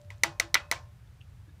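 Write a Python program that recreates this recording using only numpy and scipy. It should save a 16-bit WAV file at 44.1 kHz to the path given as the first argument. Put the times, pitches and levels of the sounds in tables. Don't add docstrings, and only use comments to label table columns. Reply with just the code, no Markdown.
import sys
import numpy as np
from scipy import signal
from scipy.fft import rfft, irfft
from scipy.io import wavfile

SR = 44100
rng = np.random.default_rng(int(sys.argv[2]) if len(sys.argv) > 2 else 0)


def transcribe(signal):
    frames = np.atleast_2d(signal).T
    limited = np.clip(frames, -1, 1)
    pcm = np.round(limited * 32767).astype(np.int16)
    wavfile.write(sys.argv[1], SR, pcm)


def field_ratio(decibels):
    return 10 ** (np.asarray(decibels, dtype=float) / 20)


N = 70560

# pitch_hz, level_db, t60_s
CLACK_MODES = [(1961, 4, .016), (2217, 5.5, 0.012)]
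# start_s, clack_db, crack_db, iron_db (ring and room tail), bowl_db (hum)
KNOCKS = [
    (0.1032, -39, -46, -59, -80.5),
    (0.235, -12.5, -12, -37.5, -37),
    (0.3986, -16.5, -13.5, -41.5, -39.5),
    (0.5432, -17, -9, -39.5, -67),
    (0.7137, -18.5, -16, -38.5, -62),
]
start_s, clack_db, crack_db, iron_db, bowl_db = np.transpose(KNOCKS)


def clack():
    out = np.zeros(N)
    lag_s = 0.0005
    for k, (pitch_hz, level_db, t60_s) in enumerate(CLACK_MODES):
        hits = clicks(start_s + lag_s, field_ratio(clack_db + level_db))
        out += (-1) ** k * ring(hits, pitch_hz, t60_s)
    return out


# pitch_hz, level_db, t60_s
MASHER_MODES = [(1361, -19, 0.045), (3024, -13, .012), (2917, -20.5, 0.019), (3634, -7, 0.0098),
                (4012, -5.5, 0.0075), (4526, -7.5, 0.012), (5360, -14, 0.032), (6040, -10.5, 0.03),
                (6714, -19, 0.014), (6970, -9, 0.011), (8738, -20, 0.009), (9400, -22, 0.016),
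                (10185, -40.5, .008), (13010, -31, 0.002)]


def masher_crack():
    luck_db = mode_luck_db(len(MASHER_MODES))
    out = ring(clicks(start_s, field_ratio(crack_db - 3)), 4200, 0.0022)
    for k, (pitch_hz, level_db, t60_s) in enumerate(MASHER_MODES):
        hits = clicks(start_s, field_ratio(crack_db + level_db + luck_db[:, k]))
        out += (-1) ** k * ring(hits, pitch_hz, t60_s)
    return out


def contact_snap():
    t60_s, low_hz, high_hz = 0.023, 2490, 8000
    hits = clicks(start_s, field_ratio(crack_db - 3))
    decay = signal.lfilter([1], [1, -field_ratio(-60 / (t60_s * SR))], hits + 1e-18)
    band = signal.butter(1, [low_hz, high_hz], "band", fs=SR, output="sos")
    return decay * signal.sosfilt(band, rng.standard_normal(N))


def thud():
    return ring(clicks(start_s, field_ratio(clack_db - 23)), 562, 0.044)


# start_s, level_db, centre_hz, length_s
REBOUNDS = [(0.1220, -47.5, 1820, 0.0018), (0.2440, -18, 1320, 0.0015), (0.2470, -27, 875, 0.0027),
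            (0.4080, -28.5, 1356, 0.0013), (0.5532, -9.5, 2106, 0.0029), (0.5535, -14, 1286, 0.0027),
            (0.5533, -14.5, 3370, 0.0013), (0.5500, -14, 3780, 0.00081), (0.7240, -23, 6260, 0.0014),
            (0.5566, -11, 2160, 0.00067), (0.5586, -16, 2050, 0.0016), (0.5618, -27.5, 1850, 0.0013),
            (0.5640, -25, 1096, .003), (0.5708, -25, 2600, 0.0026), (0.7225, -22.5, 1072, 0.0043),
            (0.7250, -18.5, 1790, 0.001), (0.7600, -40.5, 2280, 0.0097)]
# start_s, level_db, centre_hz, length_s
TICKS = [(0.0155, -59, 7300, 0.0022), (0.0152, -47, 5500, .0003), (0.0480, -52.5, 3930, 0.00033),
         (0.0890, -60, 8000, 0.00011), (0.0970, -64.5, 1480, 0.0034), (0.1080, -53.5, 980, 0.01),
         (0.1470, -66, 2900, 0.00091), (0.1760, -57.5, 3500, 0.0009), (0.1820, -54.5, 6770, 0.00073),
         (0.2350, -44, 174.9, 0.024), (0.2750, -40.5, 140, 0.044), (0.6595, -58, 6100, 0.00026),
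         (0.9200, -68, 8700, .0002), (1.0730, -64, 3470, 0.0045), (1.1700, -61.5, 6130, .0003),
         (1.2135, -44, 2900, 0.0018), (1.2080, -53, 2850, 0.0046), (1.2140, -66, 6020, .001),
         (1.4270, -66, 8750, .0003), (1.4750, -55.5, 304.3, 0.034), (1.4830, -63, 1680, 0.035),
         (1.4900, -69.5, 3686, .02), (1.5830, -63.5, 5460, 0.00032)]


def touches(contacts):
    out = np.zeros(N)
    for touch_s, level_db, centre_hz, length_s in contacts:
        hit = clicks([touch_s], field_ratio(level_db))
        for side in (-1, 1):
            out += side * ring(hit, centre_hz + side * 0.5 / length_s, 3.36 * length_s)
    return out


# pitch_hz, level_db, t60_s
SKILLET_MODES = [(588, -14, .9), (1058, -11, .5), (1766, -14, .4), (2510, -13, .25), (2790, -17, .2),
                 (530, -8, .15), (680, -4, .18), (830, -5, .2), (937, -4, .15), (1285, -2, .16),
                 (1525, -8, .16), (1968, -3, .16), (2202, -5, .14), (3195, -13, .2)]
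# pitch_hz, level_db, t60_s
REBOUND_RING = [(2523, -45.5, .3), (2580, -51.5, .4), (331, -57, 0.41)]


def skillet_ring():
    luck_db = mode_luck_db(len(SKILLET_MODES))
    out = ring(clicks([0], field_ratio(-55)), SKILLET_MODES[0][0], SKILLET_MODES[0][2])
    for k, (pitch_hz, level_db, t60_s) in enumerate(SKILLET_MODES):
        hits = clicks(start_s, field_ratio(iron_db + level_db + luck_db[:, k]))
        out += waver() * ring(hits, pitch_hz, t60_s)
    for pitch_hz, level_db, t60_s in REBOUND_RING:
        out += ring(clicks([REBOUNDS[4][0]], field_ratio(level_db)), pitch_hz, t60_s)
    out += bowl_hum()
    damped_at_s, damped_t60_s = 0.89, 0.15
    resting_s = np.maximum(np.arange(N) / SR - damped_at_s, 0)
    return out * field_ratio(-60 * resting_s / damped_t60_s)


def bowl_hum():
    pitch_hz, t60_s, lag_s, swell_hz = 334, 0.19, 0.015, 9.2
    first = ring(clicks(start_s + lag_s, field_ratio(bowl_db)), pitch_hz, t60_s)
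    hum = ring(first, pitch_hz, 1 / swell_hz)
    return waver() * hum * 2 * np.log(1000) * swell_hz / SR


def waver():
    depth, rate_hz, settle = 0.4, 12, 4000
    r = np.exp(-2 * np.pi * rate_hz / SR)
    drift = signal.lfilter([1], [1, -2 * r, r * r], rng.standard_normal(N + settle))
    return 1 + depth * rms_one(drift[settle:])


# pitch_hz, t60_s
ROOM_T60 = [(300, 0.1742), (800, 0.4047), (2100, 0.13), (5500, 0.22), (12000, 0.115)]
# pitch_hz, level_db
ROOM_COLOUR = [(300, 5), (900, -7), (2000, 2.5), (4000, 1.5), (8000, -13.5), (14000, -0.5)]


def kitchen_return(x):
    t = np.arange(SR // 2) / SR
    tail = np.zeros(len(t))
    for hz, band in third_octaves():
        tail += band[:len(t)] * field_ratio(at_hz(ROOM_COLOUR, hz) - 60 * t / at_hz(ROOM_T60, hz))
    rise_s = 0.0013
    tail = tail * (1 - np.exp(-t / rise_s)) / np.sqrt(SR / 60)
    return field_ratio(-9.5) * signal.fftconvolve(x, tail)[:N]


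# pitch_hz, level_db
TAIL_COLOUR = [(200, -13), (500, -5.5), (1000, -6.5), (2000, 3), (4000, -5), (7000, -12.5), (11000, -22),
               (15500, -22.5)]


def knock_tail():
    rise_s = 0.0015
    hits = clicks(start_s, field_ratio(2 * iron_db)) + 1e-18
    hits = signal.lfilter([1], [1, -np.exp(-1 / (rise_s * SR))], hits) / (rise_s * SR)
    out = np.zeros(N)
    for hz, band in third_octaves():
        power = signal.lfilter([1], [1, -field_ratio(-120 / (at_hz(ROOM_T60, hz) * SR))], hits)
        out += band * np.sqrt(power) * field_ratio(at_hz(TAIL_COLOUR, hz))
    return field_ratio(14.5) * out


def third_octaves():
    edges = 150 * 2 ** np.arange(0, 6.8, 1 / 3)
    white = rng.standard_normal((2, N))
    for k, (low, high) in enumerate(zip(edges, edges[1:])):
        sos = signal.butter(2, [low, high], "band", fs=SR, output="sos")
        yield np.sqrt(low * high), signal.sosfilt(sos, white[k % 2])


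# pitch_hz, level_db
RUMBLE = [(15, -57), (25, -29), (35, -21.5), (46, -6.5), (108, -2), (135, -11), (162, -16), (216, -29.5),
          (260, -32.5), (340, -65.5), (570, -120)]
# pitch_hz, level_db
HISS = [(120, -44), (200, -10.5), (306, -10), (419, -11.5), (1670, -15), (2090, -17), (2800, -19.5),
        (15300, -31), (16500, -46.5)]


def appliance_floor():
    return field_ratio(-50.5) * shaped_noise(RUMBLE) + field_ratio(-68) * shaped_noise(HISS)


def shaped_noise(spectrum):
    hz = np.maximum(np.fft.rfftfreq(N, 1 / SR), 1)
    inside = (hz > spectrum[0][0]) & (hz < spectrum[-1][0])
    colour = field_ratio(at_hz(spectrum, hz)) * inside
    return rms_one(irfft(rfft(rng.standard_normal(N)) * colour, N))


def mode_luck_db(count):
    return 2.0 * rng.standard_normal((len(start_s), count))


def rms_one(x):
    return x / np.sqrt(np.mean(x ** 2) + 1e-20)


def at_hz(points, hz):
    table_hz, value = np.transpose(points)
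    return np.interp(np.log(hz), np.log(table_hz), value)


def clicks(times_s, gains):
    out = np.zeros(N)
    np.add.at(out, (np.asarray(times_s) * SR).astype(int), gains)
    return out


def ring(x, hz, t60_s):
    r = field_ratio(-60 / (t60_s * SR))
    w = 2 * np.pi * hz / SR
    return signal.lfilter([0, np.sin(w)], [1, -2 * r * np.cos(w), r * r], x + 1e-18)


def scene():
    modes = clack() + masher_crack()
    near = touches(REBOUNDS) + touches(TICKS)
    room = kitchen_return(near + 0.2 * modes) + knock_tail()
    mix = near + modes + contact_snap() + thud() + skillet_ring() + room + appliance_floor()
    return mix[None]


def band_limit(x):
    return signal.sosfilt(signal.butter(12, 16870, fs=SR, output="sos"), x)


def record(dry):
    low_cut = signal.butter(2, 25, "high", fs=SR, output="sos")
    top_cut = signal.cheby2(10, 60, 16900, fs=SR, output="sos")
    mix = signal.sosfilt(top_cut, signal.sosfilt(low_cut, dry))
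    return band_limit(mix)


dry = scene()
out = record(dry)
transcribe(out)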